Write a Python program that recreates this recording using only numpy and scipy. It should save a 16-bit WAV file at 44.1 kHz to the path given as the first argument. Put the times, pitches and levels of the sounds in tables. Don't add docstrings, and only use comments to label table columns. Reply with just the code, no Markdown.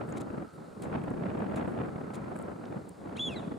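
import sys
import numpy as np
from scipy import signal
from scipy.fft import rfft, irfft, next_fast_len
from scipy.io import wavfile
from scipy.ndimage import uniform_filter1d, map_coordinates

SR = 44100
rng = np.random.default_rng(int(sys.argv[2]) if len(sys.argv) > 2 else 0)


def waveform_to_disk(signal):
    frames = np.transpose(np.atleast_2d(signal))
    scaled = np.clip(frames, -1, 1) * 32767
    samples = np.round(scaled).astype(np.int16)
    wavfile.write(sys.argv[1], SR, samples)


N = 157878
OVERTONE_ROUGH_DB = 2.5


def amp(db):
    return 10 ** (np.asarray(db) / 20)


def unit(x):
    return x / np.sqrt(np.mean(x ** 2) + 1e-20)


def along(points, hz):
    freqs, values = np.transpose(points)
    return np.interp(np.log(hz + 1), np.log(freqs + 1), values)


def clock():
    return np.arange(N) / SR


def curves(rows):
    times, *columns = np.transpose(rows)
    return [np.interp(clock(), times, column) for column in columns]


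def wobble(rate):
    return map_coordinates(rng.standard_normal(N // 8), [clock() * rate], mode="wrap")


def filtered(x, response):
    size = next_fast_len(N + SR // 4)
    return irfft(rfft(x, size) * response(np.fft.rfftfreq(size, 1 / SR)), size)[..., :N]


def rush(colour, likeness=((1000, .9),)):
    def mid_side_gains(hz):
        width = np.arccos(np.clip(along(likeness, hz), -1, 1)) / 2
        return amp(along(colour, hz)) * [np.cos(width), np.sin(width)]
    mid, side = filtered(rng.standard_normal((2, N)), mid_side_gains)
    return unit(np.array([mid + side, mid - side]))


def gate(start, end, edge_s=0.0021):
    t = clock()
    return np.sin(np.pi / 2 * np.clip(np.minimum(t - start, end - t) / edge_s, 0, 1)) ** 2


def phase_of(hz, jitter):
    return 2 * np.pi * np.cumsum(hz * (1 + jitter * wobble(600))) / SR


def eddy(rate, swell_s=0.0306):
    flicker = wobble(rate)
    return unit(flicker - uniform_filter1d(flicker, int(swell_s * SR)))


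def wind():
    # t/s, relative level/dB
    rumble_level = [(0.0, -37.5), (0.08, -41), (0.16, -36.5), (0.31, -41.5), (0.43, -38.5), (0.5, -57.5),
                    (0.59, -44), (0.75, -50.5), (0.84, -37.5), (0.9, -38.5), (0.96, -32.5), (1.01, -38.5),
                    (1.26, -34.8), (1.5, -35.8), (1.6, -35.3), (1.71, -37.5), (1.8, -35), (1.92, -40),
                    (2.02, -40), (2.13, -44), (2.19, -41.5), (2.51, -40.5), (2.59, -44.5), (2.74, -39),
                    (2.86, -47), (2.91, -46), (2.94, -55.5), (3.05, -41.3), (3.24, -42), (3.275, -35),
                    (3.31, -39), (3.58, -41)]
    flutter_level = [(0.02, -47.5), (.08, -53.5), (.14, -45.5), (.24, -52), (.33, -52.5), (0.42, -51),
                     (0.5, -66), (.61, -57.5), (.75, -62), (0.8, -58.5), (0.845, -43.5), (0.87, -49),
                     (0.92, -46.5), (0.945, -39), (1.0, -47), (1.17, -50), (1.28, -43.5), (1.35, -46.5),
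                     (1.43, -44), (1.475, -47.5), (1.53, -44.5), (1.605, -41), (1.66, -46.5), (1.76, -47),
                     (1.815, -43), (1.91, -51.5), (2.1, -50.5), (2.2, -49), (2.4, -49), (2.51, -50.5),
                     (2.58, -57.5), (2.65, -49.5), (2.69, -55.5), (2.735, -48.5), (2.84, -57),
                     (2.95, -62.5), (3.07, -50.5), (3.19, -48.5), (3.245, -59), (3.28, -49), (3.47, -50),
                     (3.5, -55.5), (3.525, -50), (3.57, -56)]
    # t/s, flutter lift/dB
    buffets = [(0.023, 5), (0.1, 4.5), (.163, 1.5), (.213, 3.5), (.303, 4), (.347, 6), (.379, 5.5),
               (.422, 3), (.772, 4.5), (.943, 2), (1.089, 4.5), (1.115, 4.5), (1.234, 2.5), (1.39, 2),
               (1.411, 4), (1.43, 3), (1.528, 2), (1.594, 3.5), (1.62, 3.5), (1.69, 3.5), (1.784, 3.5),
               (1.814, 3.5), (1.88, 4), (1.965, 5), (2.008, 3.5), (2.11, 2), (2.174, 6), (2.32, 5.5),
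               (2.481, 5.5), (2.522, 4), (2.778, 2.5), (3.385, 5.5), (3.521, 2)]
    # f/Hz, gain/dB
    rumble_colour = [(20, -46), (35, -34), (60, -14.5), (110, -4), (190, 0.14), (300, -1.5), (500, -9),
                     (800, -18.5), (1500, -40), (3000, -77.5)]
    flutter_colour = [(150, -28), (350, -2), (600, 1), (900, -4.5), (1400, -9.5), (2000, -18.5),
                      (2800, -29.5), (4000, -44), (7000, -67)]
    crackle_colour = [(600, -15), (1500, 1.5), (2400, 5.5), (3400, -4), (4400, -14.5), (8000, -48.5)]
    # f/Hz, left-right likeness
    likeness = [(40, .94), (90, 0.852), (180, 0.746), (350, 0.21), (700, -0.051), (1400, 0.084),
                (3000, 0.483)]
    buffet_s, strong_gust_db, crackle_growth = 0.00568, -44.5, 1.79
    ceiling_db, knee = -20, 5.7

    eddies = unit(eddy(75) + 0.986 * eddy(190))
    stereo_eddies = unit(eddies + np.array([eddy(220), eddy(220)]))
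    lift_db = sum(db * np.exp(-.5 * ((clock() - at) / buffet_s) ** 2) for at, db in buffets)
    rumble_db = curves(rumble_level)[0] + 1.7652 * eddies
    flutter_db = curves(flutter_level)[0] + 3 * stereo_eddies
    crackle_db = strong_gust_db + crackle_growth * (flutter_db - strong_gust_db)
    rumble = amp(rumble_db + .75 * lift_db) * rush(rumble_colour, likeness)
    flutter = amp(flutter_db + lift_db + 3) * rush(flutter_colour, likeness)
    crackle = amp(crackle_db + .6 * lift_db - 18) * rush(crackle_colour, likeness)
    gusts = rumble + flutter + crackle
    return gusts / (1 + np.abs(gusts / amp(ceiling_db)) ** knee) ** (1 / knee)


def distant_hum():
    # f/Hz, gain/dB
    bed_colour = [(30, -17.5), (100, 3), (300, 0), (600, -4), (900, -4.5), (1250, -6.5), (1600, -15.5),
                  (1900, -16.5), (3200, -22.5), (4200, -18.5), (5800, -25.5), (7500, -22), (9500, -23),
                  (11500, -36), (14500, -33.5), (16000, -44.5)]
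    drone_colour = [(1000, -33), (1230, -8), (1315, 1), (1410, -10.5), (1560, -11), (1900, -37.5),
                    (4000, -79.5)]
    # t/s, level/dB
    drone_level = [(0, -54.5), (.4, -57), (.8, -63), (2.2, -56.5), (2.6, -58.5), (2.95, -71), (3.5, -72.5)]
    # f/Hz, left-right likeness
    likeness = [(100, .85), (1300, 0.318), (3000, 0.99), (8000, 0.654), (13000, 0.97)]
    bed = amp(-57) * rush(bed_colour, likeness)
    drone = amp(curves(drone_level)[0]) * rush(drone_colour, likeness)
    return bed + drone


def grass():
    # t/s, relative level/dB
    snaps = [(0.0748, -53), (0.0815, -54), (.8208, -44), (.8228, -44), (1.0396, -47), (1.1051, -48),
             (1.392, -47), (1.5592, -45), (1.581, -50.5), (1.6475, -54), (1.861, -53), (2.3585, -50.5),
             (2.3649, -42), (2.373, -46), (2.3898, -40), (2.4168, -49), (2.426, -43), (2.8882, -49),
             (2.8931, -37.5), (3.3092, -48)]
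    # start/s, length/s, relative level/dB
    rustles = [(.088, 0.0265, -60), (.53, .04, -70), (1.67, .05, -68), (2.351, 0.08, -70)]
    # f/Hz, gain/dB
    snap_colour = [(3000, -40), (6000, -22.5), (7600, 4), (10000, 1), (12000, -12.5), (15000, -12.5)]
    # t/s, f/Hz, level/dB, t60/s, roughness/rad
    ticks = [(0.124, 7010, -38.5, 0.011, .3), (2.6545, 3700, -47, 0.016, 1.2)]
    snap_gain_db, fizz_db, fizz_t60_s, rustle_rough_db = 11.5, -22, 0.006, 3

    t, cracks, fizz = clock(), np.zeros(N), np.zeros(N)
    for start, db in snaps:
        strength = amp(db + snap_gain_db)
        cracks[round(start * SR)] = strength
        fizz += (t >= start) * strength * amp(fizz_db - 60 * np.abs(t - start) / fizz_t60_s)
    for start, length, db in rustles:
        fizz += gate(start, start + length) * amp(db + rustle_rough_db * wobble(900))
    out = filtered(cracks + fizz * rng.standard_normal(N), lambda hz: amp(along(snap_colour, hz)))
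    for start, hz, db, t60, roughness in ticks:
        age = np.maximum(t - start, 0)
        envelope = amp(db - 60 * age / t60) * (1 - np.exp(-age / 0.0003))
        out += envelope * np.sin(2 * np.pi * hz * age + roughness * wobble(3500))
    return out


def bill_hiss():
    # start/s, rise/s, hold/s, t60/s, level/dB
    puffs = [(.161, 0.0186, .001, 0.0246, -50.5), (0.201, 0.0049, .013, 0.0025, -53.5),
             (.82, .0006, 0.00306, .045, -50.5), (.832, 0.00195, 0.0088, 0.0666, -58.5),
             (1.558, 0.00071, .001, 0.12, -52), (2.1355, .002, .021, .04, -55)]
    # t/s, level/dB
    breath_level = [(3.164, -93.5), (3.167, -47.5), (3.176, -56.5), (3.20, -60), (3.25, -62.5), (3.29, -62),
                    (3.31, -60.5), (3.35, -64), (3.42, -67.5), (3.53, -73)]
    # f/Hz, gain/dB
    puff_colour = [(1200, -15.5), (2250, 3), (2900, -4), (3900, 2.5), (4500, -7), (5700, -7.5), (7300, 2),
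                   (8600, -5), (9700, -1), (11400, -19), (14300, -16), (16000, -20.5)]
    breath_colour = [(1200, -15), (2200, -1.5), (3000, -1.5), (3750, 9.5), (4600, -11.5), (6200, -5),
                     (7300, -2.5), (8200, -8), (9900, -4.5), (11300, -25.5), (14500, -23.5), (16000, -32)]
    sputter_db = 2.5

    t, puff_envelope = clock(), np.zeros(N)
    for start, rise, hold, t60, db in puffs:
        attack = np.clip((t - start) / rise, 0, 1)
        puff_envelope += attack * amp(db - 60 * np.maximum(t - start - rise - hold, 0) / t60)
    breath_envelope = amp(curves(breath_level)[0]) * gate(breath_level[0][0], breath_level[-1][0])
    air = breath_envelope * rush(breath_colour) + puff_envelope * rush(puff_colour)
    return air * unit(amp(sputter_db * wobble(600)))


def whistle_glides():
    # start/s, length/s, first f/Hz, middle f/Hz, last f/Hz, level/dB, level change/dB
    glides = [(3.159, 0.008, 3000, 3150, 3350, -55, 6), (3.167, 0.006, 3850, 3920, 4200, -51, -4),
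              (3.170, 0.0231, 1972, 2633, 2785, -48.5, 6.5), (3.292, .052, 2865, 2608, 2450, -48, -1.5),
              (3.342, 0.0427, 2255, 2040, 1965, -56.5, -9), (3.344, 0.0193, 4282, 4270, 4090, -62.5, 8.5),
              (3.360, 0.0207, 4080, 3959, 3874, -48, 1), (3.378, 0.0217, 3800, 3703, 3637, -52.5, -4),
              (3.395, 0.0196, 3530, 3000, 2910, -64, -7), (3.419, 0.036, 2700, 2570, 2440, -67, -3.5)]
    # f/Hz, gain/dB
    throat = [(4000, -13), (5300, -19), (6300, -23), (7400, -14.5), (8500, -28), (9800, -15),
              (11000, -30.5), (13000, -49.5)]
    fall_db_per_harmonic, shimmer_db = 3, 1

    out = np.zeros(N)
    roughness = amp(OVERTONE_ROUGH_DB * wobble(700))
    for start, length, first, middle, last, db, change_db in glides:
        position = np.clip(2 * (clock() - start) / length - 1, -1, 1)
        hz = middle + position * (last - first) / 2 + position ** 2 * ((first + last) / 2 - middle)
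        phase = phase_of(hz, jitter=.009)
        overtones = sum(amp(along(throat, k * hz) - fall_db_per_harmonic * (k - 1)) * np.sin(k * phase)
                        for k in range(2, 5))
        envelope = amp(db + change_db * position / 2) * gate(start, start + length)
        out += envelope * (np.sin(phase) + roughness * overtones)
    return np.sqrt(2) * out * amp(shimmer_db * wobble(400))


def whistle_arch():
    # t/s, f/Hz, fundamental level/dB, second harmonic level/dB, third harmonic level/dB
    note = [(3.193, 3282, -34.5, -59, -65.5), (3.209, 3436, -34, -57, -73.5),
            (3.222, 3477, -33, -62.5, -76.5), (3.24, 3490, -33.5, -66, -77),
            (3.263, 3408, -35.5, -54.5, -74.5), (3.281, 3338, -35.5, -58, -61.5),
            (3.289, 3285, -38, -60.5, -68), (3.295, 3070, -49.5, -63.5, -74)]
    shimmer_db, air_db, rasp_db = 0.58, -29, -10

    def halo(phase, rate):
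        return wobble(rate) * np.sin(phase) + wobble(rate) * np.cos(phase)

    hz, fundamental_db, *overtone_dbs = curves(note)
    phase = phase_of(hz, jitter=0.00295)
    tone = amp(fundamental_db + shimmer_db * wobble(270)) * np.sin(phase)
    tone += amp(fundamental_db + air_db) * halo(phase, 900)
    for k, db in enumerate(overtone_dbs, 2):
        tone += amp(db + OVERTONE_ROUGH_DB * wobble(700)) * np.sin(k * phase + .35 * wobble(900))
        tone += amp(db + rasp_db) * halo(k * phase, 1400)
    return np.sqrt(2) * tone * gate(note[0][0], note[-1][0])


def open_field(x):
    tail_db, tail_t60_s = -21.5, 1.0
    echo_db, echo_delay_s = -27, .058
    t = np.arange(SR // 2) / SR
    tail = rng.standard_normal((2, len(t))) * amp(-60 * t / tail_t60_s)
    scatter = signal.fftconvolve(x[None], tail / np.linalg.norm(tail[0]), axes=1)[:, :N]
    echo = np.interp(clock() - echo_delay_s, clock(), x)
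    return x + amp(tail_db) * scatter + amp(echo_db) * echo


def scene():
    return distant_hum() + open_field(whistle_arch() + whistle_glides()) + bill_hiss() + grass() + wind()


def record(dry):
    top_hz = 15700
    return filtered(dry, lambda hz: hz < top_hz)


dry = scene()
out = record(dry)
waveform_to_disk(out)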